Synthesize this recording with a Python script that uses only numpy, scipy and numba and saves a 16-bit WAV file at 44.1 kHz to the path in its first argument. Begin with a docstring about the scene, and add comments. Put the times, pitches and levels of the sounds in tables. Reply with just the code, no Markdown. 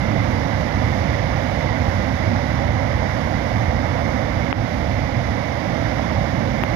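"""Mudflow heard through one open and one covered port

A mudflow roars down a stream bed: shaped noise in half-octave bands gives rumble, slosh, churn and spray.
Stones knock as short damped sines. The phone's right port is open; the covered left one hears a muffled roar.
Raindrops tap the phone, mostly on the covered port, as decaying port modes with a crack and a tick.
The hardest drops make the limiter duck both channels."""
import sys
import numpy as np
from scipy import signal
from scipy.fft import rfft, irfft
from scipy.io import wavfile
from scipy.ndimage import uniform_filter1d, minimum_filter1d
from numba import njit

SR = 44100
rng = np.random.default_rng(int(sys.argv[2]) if len(sys.argv) > 2 else 0)


def store_pcm(level_fs):
    """Save levels as 16-bit WAV."""
    pcm = np.round(np.clip(level_fs, -1, 1) * 32767).astype(np.int16)
    wavfile.write(sys.argv[1], SR, np.atleast_2d(pcm).T)


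N = 297675
HZ = np.arange(N // 2 + 1) * SR / N + 1e-9  # frequency of each Fourier bin, kept above 0 for the logarithms


def undb(db):
    """Amplitude ratio: 20 dB for each factor of ten."""
    return 10 ** (np.asarray(db) / 20)


def coloured(points, db):
    """Spectral shaping of white noise: its Fourier transform, weighted by a density curve, at an rms level in dB."""
    hz, density_db = np.transpose(points)
    shape = undb(np.interp(np.log(HZ), np.log(hz), density_db, right=-200))
    white = rfft(rng.standard_normal(N))
    return white * shape * undb(db) / np.sqrt(np.mean(shape ** 2))


def walk(rate):
    """Slow random modulation: levels held for 1 / rate s, smoothed by two moving averages; spread near 1."""
    hold = int(SR / rate)
    steps = np.repeat(rng.standard_normal(N // hold + 1), hold)
    return 1.3 * uniform_filter1d(uniform_filter1d(steps, hold), hold)[:N]


def butter(x, hz, kind, order):
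    """Causal Butterworth filtering: a maximally flat low-, high- or band-pass."""
    return signal.sosfilt(signal.butter(order, hz, kind, fs=SR, output="sos"), x)


def torrent():
    """Band-wise amplitude modulation of noise: bands follow the flow, with shared and separate random flicker."""
    # The flow slackens and picks up again. Each row: time in seconds, roar level in dB (its mean is removed),
    # extra level in dB of the rumble, of the slosh and of the spray.
    flow = [(0.0, -29.5, 1, 1.5, 1.1), (.35, -29, -1, 1.5, 0.8), (0.75, -28.5, 0, -0.5, 0.4),
            (1.05, -28.5, 0, 1.5, 0.5), (1.45, -28, -2.7, -2, -0.4), (1.9, -28.5, 0.5, -0.1, 0),
            (2.45, -28.5, -0.5, 0.5, -0.2), (2.9, -29, 1, -0.6, -0.4), (3.2, -28, -2, -0.7, -.8),
            (3.6, -29, 1, -0.8, -0.3), (4.15, -28.5, -0.5, -0.8, -0.9), (4.45, -29, 1.2, 1.8, -0.3),
            (4.8, -30.5, -0.5, 0.5, 1), (5.1, -30, 1.5, -1.2, 0.6), (5.6, -29, -3.5, -0.6, -0.2),
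            (6.05, -28.5, -1.5, -0.5, 0.2), (6.35, -29.5, -1, 2.5, 0.3), (6.75, -28, 0, -0.5, -0.7)]
    # Centres in Hz of boulder rumble, sloshing mud, churning water and spray.
    layer_hz = (80, 240, 700, 3500)
    # How far each of those layers follows the flow, in dB per dB.
    follows_flow = (0.87, 1.04, 0.84, 1.26)
    # Spectra of the three noises. Each row: frequency in Hz, relative density in dB per Hz.
    rumble_spectrum = [(15, -47), (25, -36), (42, -15.5), (57, -3.5), (80, -1), (105, 1), (135, -3.5),
                       (166, -6.5), (210, -6.5), (253, -5.5), (330, -11.5), (376, -20), (430, -20),
                       (520, -41), (970, -120)]
    roar_spectrum = [(340, -58), (430, -16.5), (470, -5.5), (549, -.5), (780, -4), (893, -7), (1320, -13.5),
                     (1760, -12), (2060, -7), (2220, -10.5), (2340, -17.5), (2500, -27.5), (3250, -39),
                     (5500, -120)]
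    spray_spectrum = [(1350, -13.5), (2300, -7), (2590, -8), (2920, -5.5), (3190, -8), (3500, -5),
                      (3950, -8.5), (4270, -12), (4600, -9.5), (4990, -8), (6490, -16), (7800, -35),
                      (8650, -35), (10100, -26.5), (10900, -33.5), (12400, -29), (15500, -38)]
    rumble_rms_db, roar_rms_db, spray_rms_db = -18.5, -22, -35.5  # before the flow modulates them
    rumble_top_hz = 130  # boulder rumble below, sloshing mud above
    bass_hz = 380  # below it rumble and slosh take their extra levels
    spray_hz = 2500  # above it the spray comes and goes
    top_hiss_hz = 7000  # above it the bands share one extra random flicker
    low_flicker_db, high_flicker_db = 0.57, 0.25  # at 80 and 3500 Hz
    shared_db, top_flicker_db, tumble_depth_db = -0.08, 0.5, 1.0

    t = np.arange(N) / SR
    flow_s, flow_db, *extra_db = np.transpose(flow)
    rumble_db, slosh_db, spray_db = (np.interp(t, flow_s, db) for db in extra_db)
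    surge_db = np.interp(t, flow_s, flow_db - np.mean(flow_db))
    water = coloured(rumble_spectrum, rumble_rms_db)
    water = water + coloured(roar_spectrum, roar_rms_db)
    water = water + coloured(spray_spectrum, spray_rms_db)
    gush, top_flicker, tumble = walk(7), walk(9), walk(14)
    out = np.zeros(N)
    for hz in 20 * 2 ** np.arange(0, 10.1, .5):
        # overlapping triangles on a log frequency axis add up to one
        band = irfft(water * np.clip(1 - 2 * abs(np.log2(HZ / hz)), 0, 1), N)
        follows = np.interp(np.log(hz), np.log(layer_hz), follows_flow)
        depth_db = np.interp(np.log(hz), np.log([80, 3500]), [low_flicker_db, high_flicker_db])
        level_db = follows * surge_db + shared_db * gush + depth_db * walk(12)
        if hz < rumble_top_hz:
            level_db += rumble_db + tumble_depth_db * tumble
        elif hz < bass_hz:
            level_db += slosh_db
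        if hz > spray_hz:
            level_db += spray_db
        if hz > top_hiss_hz:
            level_db += top_flicker_db * top_flicker
        out += band * undb(level_db)
    return out


def knocks():
    """Impact resonance: stones clack under water as short damped sines, some at set times, many small at random."""
    # Stones at set times, most of them loud.
    # Each row: start in seconds, peak of the envelope in dB, pitch in Hz.
    timed = [(0.394, -31, 738), (4.895, -14, 681), (5.091, -16, 781), (5.995, -10.5, 660)]
    small_count, least_db, t60_s = 150, -26, 0.016  # least level holds for a small stone of 600 Hz
    chance = rng.random((small_count, 3))
    start_s = chance[:, 0] * N / SR
    small_db = least_db - 1.96 * np.log(1 - chance[:, 1])
    small_hz = 450 * 5 ** chance[:, 2]
    small_db -= 5.5 * np.log2(small_hz / 600)  # smaller stones ring higher and weaker
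    small = np.transpose([start_s, small_db, small_hz])
    t = np.arange(2048) / SR
    out = np.zeros(N + len(t))
    for s, db, hz in [*timed, *small]:
        swell = (1 - np.exp(-t * hz)) * 1000. ** (-t / t60_s)
        out[int(s * SR):][:len(t)] += undb(db) * swell / swell.max() * np.sin(2 * np.pi * hz * t)
    return out[:N]


def raindrops():
    """Modal excitation: each drop jolts a port cavity, which rings for a few ms; its splash cracks and ticks."""
    # Each row: time of the ring's peak in seconds, port (0 left, 1 right), ring peak in dB,
    # push 1 or pull -1, thump boost over the other modes in dB, crack peak in dB, tick peak in dB.
    drops = [(.0284, 1, -45, 1, 0, -50, -40), (.4895, 0, -38, 1, 0, -36, -47),
             (.6107, 0, -20, -1, 0, -26, -38), (3.4591, 1, -45, 1, 0, -50, -37),
             (3.4605, 0, -24, -1, 0, -55, -62), (4.5281, 0, 8.5, 1, 0, -38, -26),
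             (4.7428, 1, -45, 1, 0, -50, -40), (5.7214, 0, -19, -1, 16, -55, -50),
             (5.7214, 1, -45, 1, 0, -55, -45), (6.251, 0, -34, 1, 0, -60, -68),
             (6.4174, 0, -35, -1, 0, -55, -57), (6.63685, 0, 1, 1, 4, -36, -20)]
    # Port modes, the two lowest being the thump. Each row: frequency in Hz, level before filtering in dB,
    # 60 dB decay time in seconds.
    port_modes = [(330, -10, .014), (780, -3, .007), (1250, -8, .005), (2200, -7.5, .003)]
    # Splash tick of the left, then of the right port. Each row: lower and upper band edge in Hz.
    tick_hz = ((10300, 15600), (10000, 14600))
    crack_hz, port_low_hz, port_top_hz = (3200, 6800), 190, 3100
    splash_s = .00003  # time constant of the splash
    t = np.arange(1024) / SR
    modes = [undb(db) * np.cos(2 * np.pi * hz * t) * 1000. ** (-t / t60) for hz, db, t60 in port_modes]
    modes = butter(modes, port_top_hz, "low", order=6)
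    modes = butter(modes, port_low_hz, "high", order=2)
    out = np.zeros((2, N + len(t)))
    for s, port, db, push, thump_db, crack_db, tick_db in drops:
        ring = undb(thump_db) * sum(modes[:2]) + sum(modes[2:])
        splash = rng.standard_normal(len(t)) * np.exp(-t / splash_s)
        crack = butter(splash, crack_hz, "band", order=4)
        tick = butter(splash, tick_hz[port], "band", order=4)
        drop = undb(db) * push * ring / ring.max()
        drop += undb(crack_db) * crack / abs(crack).max()
        drop += undb(tick_db) * tick / abs(tick).max()
        at = int(s * SR) - np.argmax(ring)
        out[port, at:at + len(t)] += drop
    return out[:, :N]


def covered_port(water):
    """Transmission loss: a first-order low-pass leak coloured by the gap, treble stopped by the cover."""
    # Resonances and dips of the gap under the cover. Each row: frequency in Hz, gain in dB.
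    gap = [(10, 0), (350, 0), (450, 1.5), (540, 0), (800, 1), (1000, 0), (1200, -2.5), (1650, -4.5),
           (2070, -1), (2400, 9), (2950, 11), (3300, -3), (22050, 0)]
    # Steady noise seeping through by other paths. Each row: frequency in Hz, relative density in dB per Hz.
    seep = [(30, -12), (60, 9), (105, 11), (170, 4), (260, 2), (345, -1), (430, -1), (560, -6), (780, -6.5),
            (950, -10), (1200, -14), (1350, -14), (1650, -19.5), (1900, -16.5), (2200, -18.5), (2450, -16),
            (2950, -18), (3300, -35), (3900, -38), (4800, -44), (5500, -44), (7500, -55), (9000, -50),
            (12000, -46), (14000, -46), (15500, -53)]
    cover_db, cover_hz, cover_edge_hz, seep_rms_db = -3.5, 99, 2600, -42.5
    gap_hz, gap_gain_db = np.transpose(gap)
    gap_db = np.interp(np.log(HZ), np.log(gap_hz), gap_gain_db)
    leak = undb(cover_db + gap_db) / (1 + 1j * HZ / cover_hz)
    leak = leak / (1 + (HZ / cover_edge_hz) ** 4)
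    return irfft(rfft(water) * leak, N) + irfft(coloured(seep, seep_rms_db), N)


def scene():
    """Superposition: left the muffled torrent, right the open torrent, drops on either port."""
    water = torrent() + knocks()
    return np.array([covered_port(water), water]) + raindrops()


@njit
def recover(gain, step):
    """Exponential release: the gain drops at once and creeps back towards one."""
    out, g = np.empty(len(gain)), 1.
    for i in range(len(gain)):
        g = min(gain[i], g + step * (1 - g))
        out[i] = g
    return out


def record(dry):
    """Linked peak limiting: one look-ahead gain for both channels, then an elliptic low-pass cuts the top."""
    ceiling_db, look_ahead_s, release_s, top_hz = -.45, 0.0079, 0.041, 16400
    ahead = int(look_ahead_s * SR)
    peak = np.max(abs(dry), axis=0) + 1e-9
    need = np.minimum(1, undb(ceiling_db) / peak)
    held = recover(minimum_filter1d(need, 2 * ahead + 1), 1 / (release_s * SR))
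    gain = uniform_filter1d(held, ahead)
    top_cut = signal.ellip(8, .2, 70, top_hz, fs=SR, output="sos")  # 0.2 dB ripple, 70 dB stop band
    return signal.sosfilt(top_cut, dry * gain)


dry = scene()
out = record(dry)
store_pcm(out)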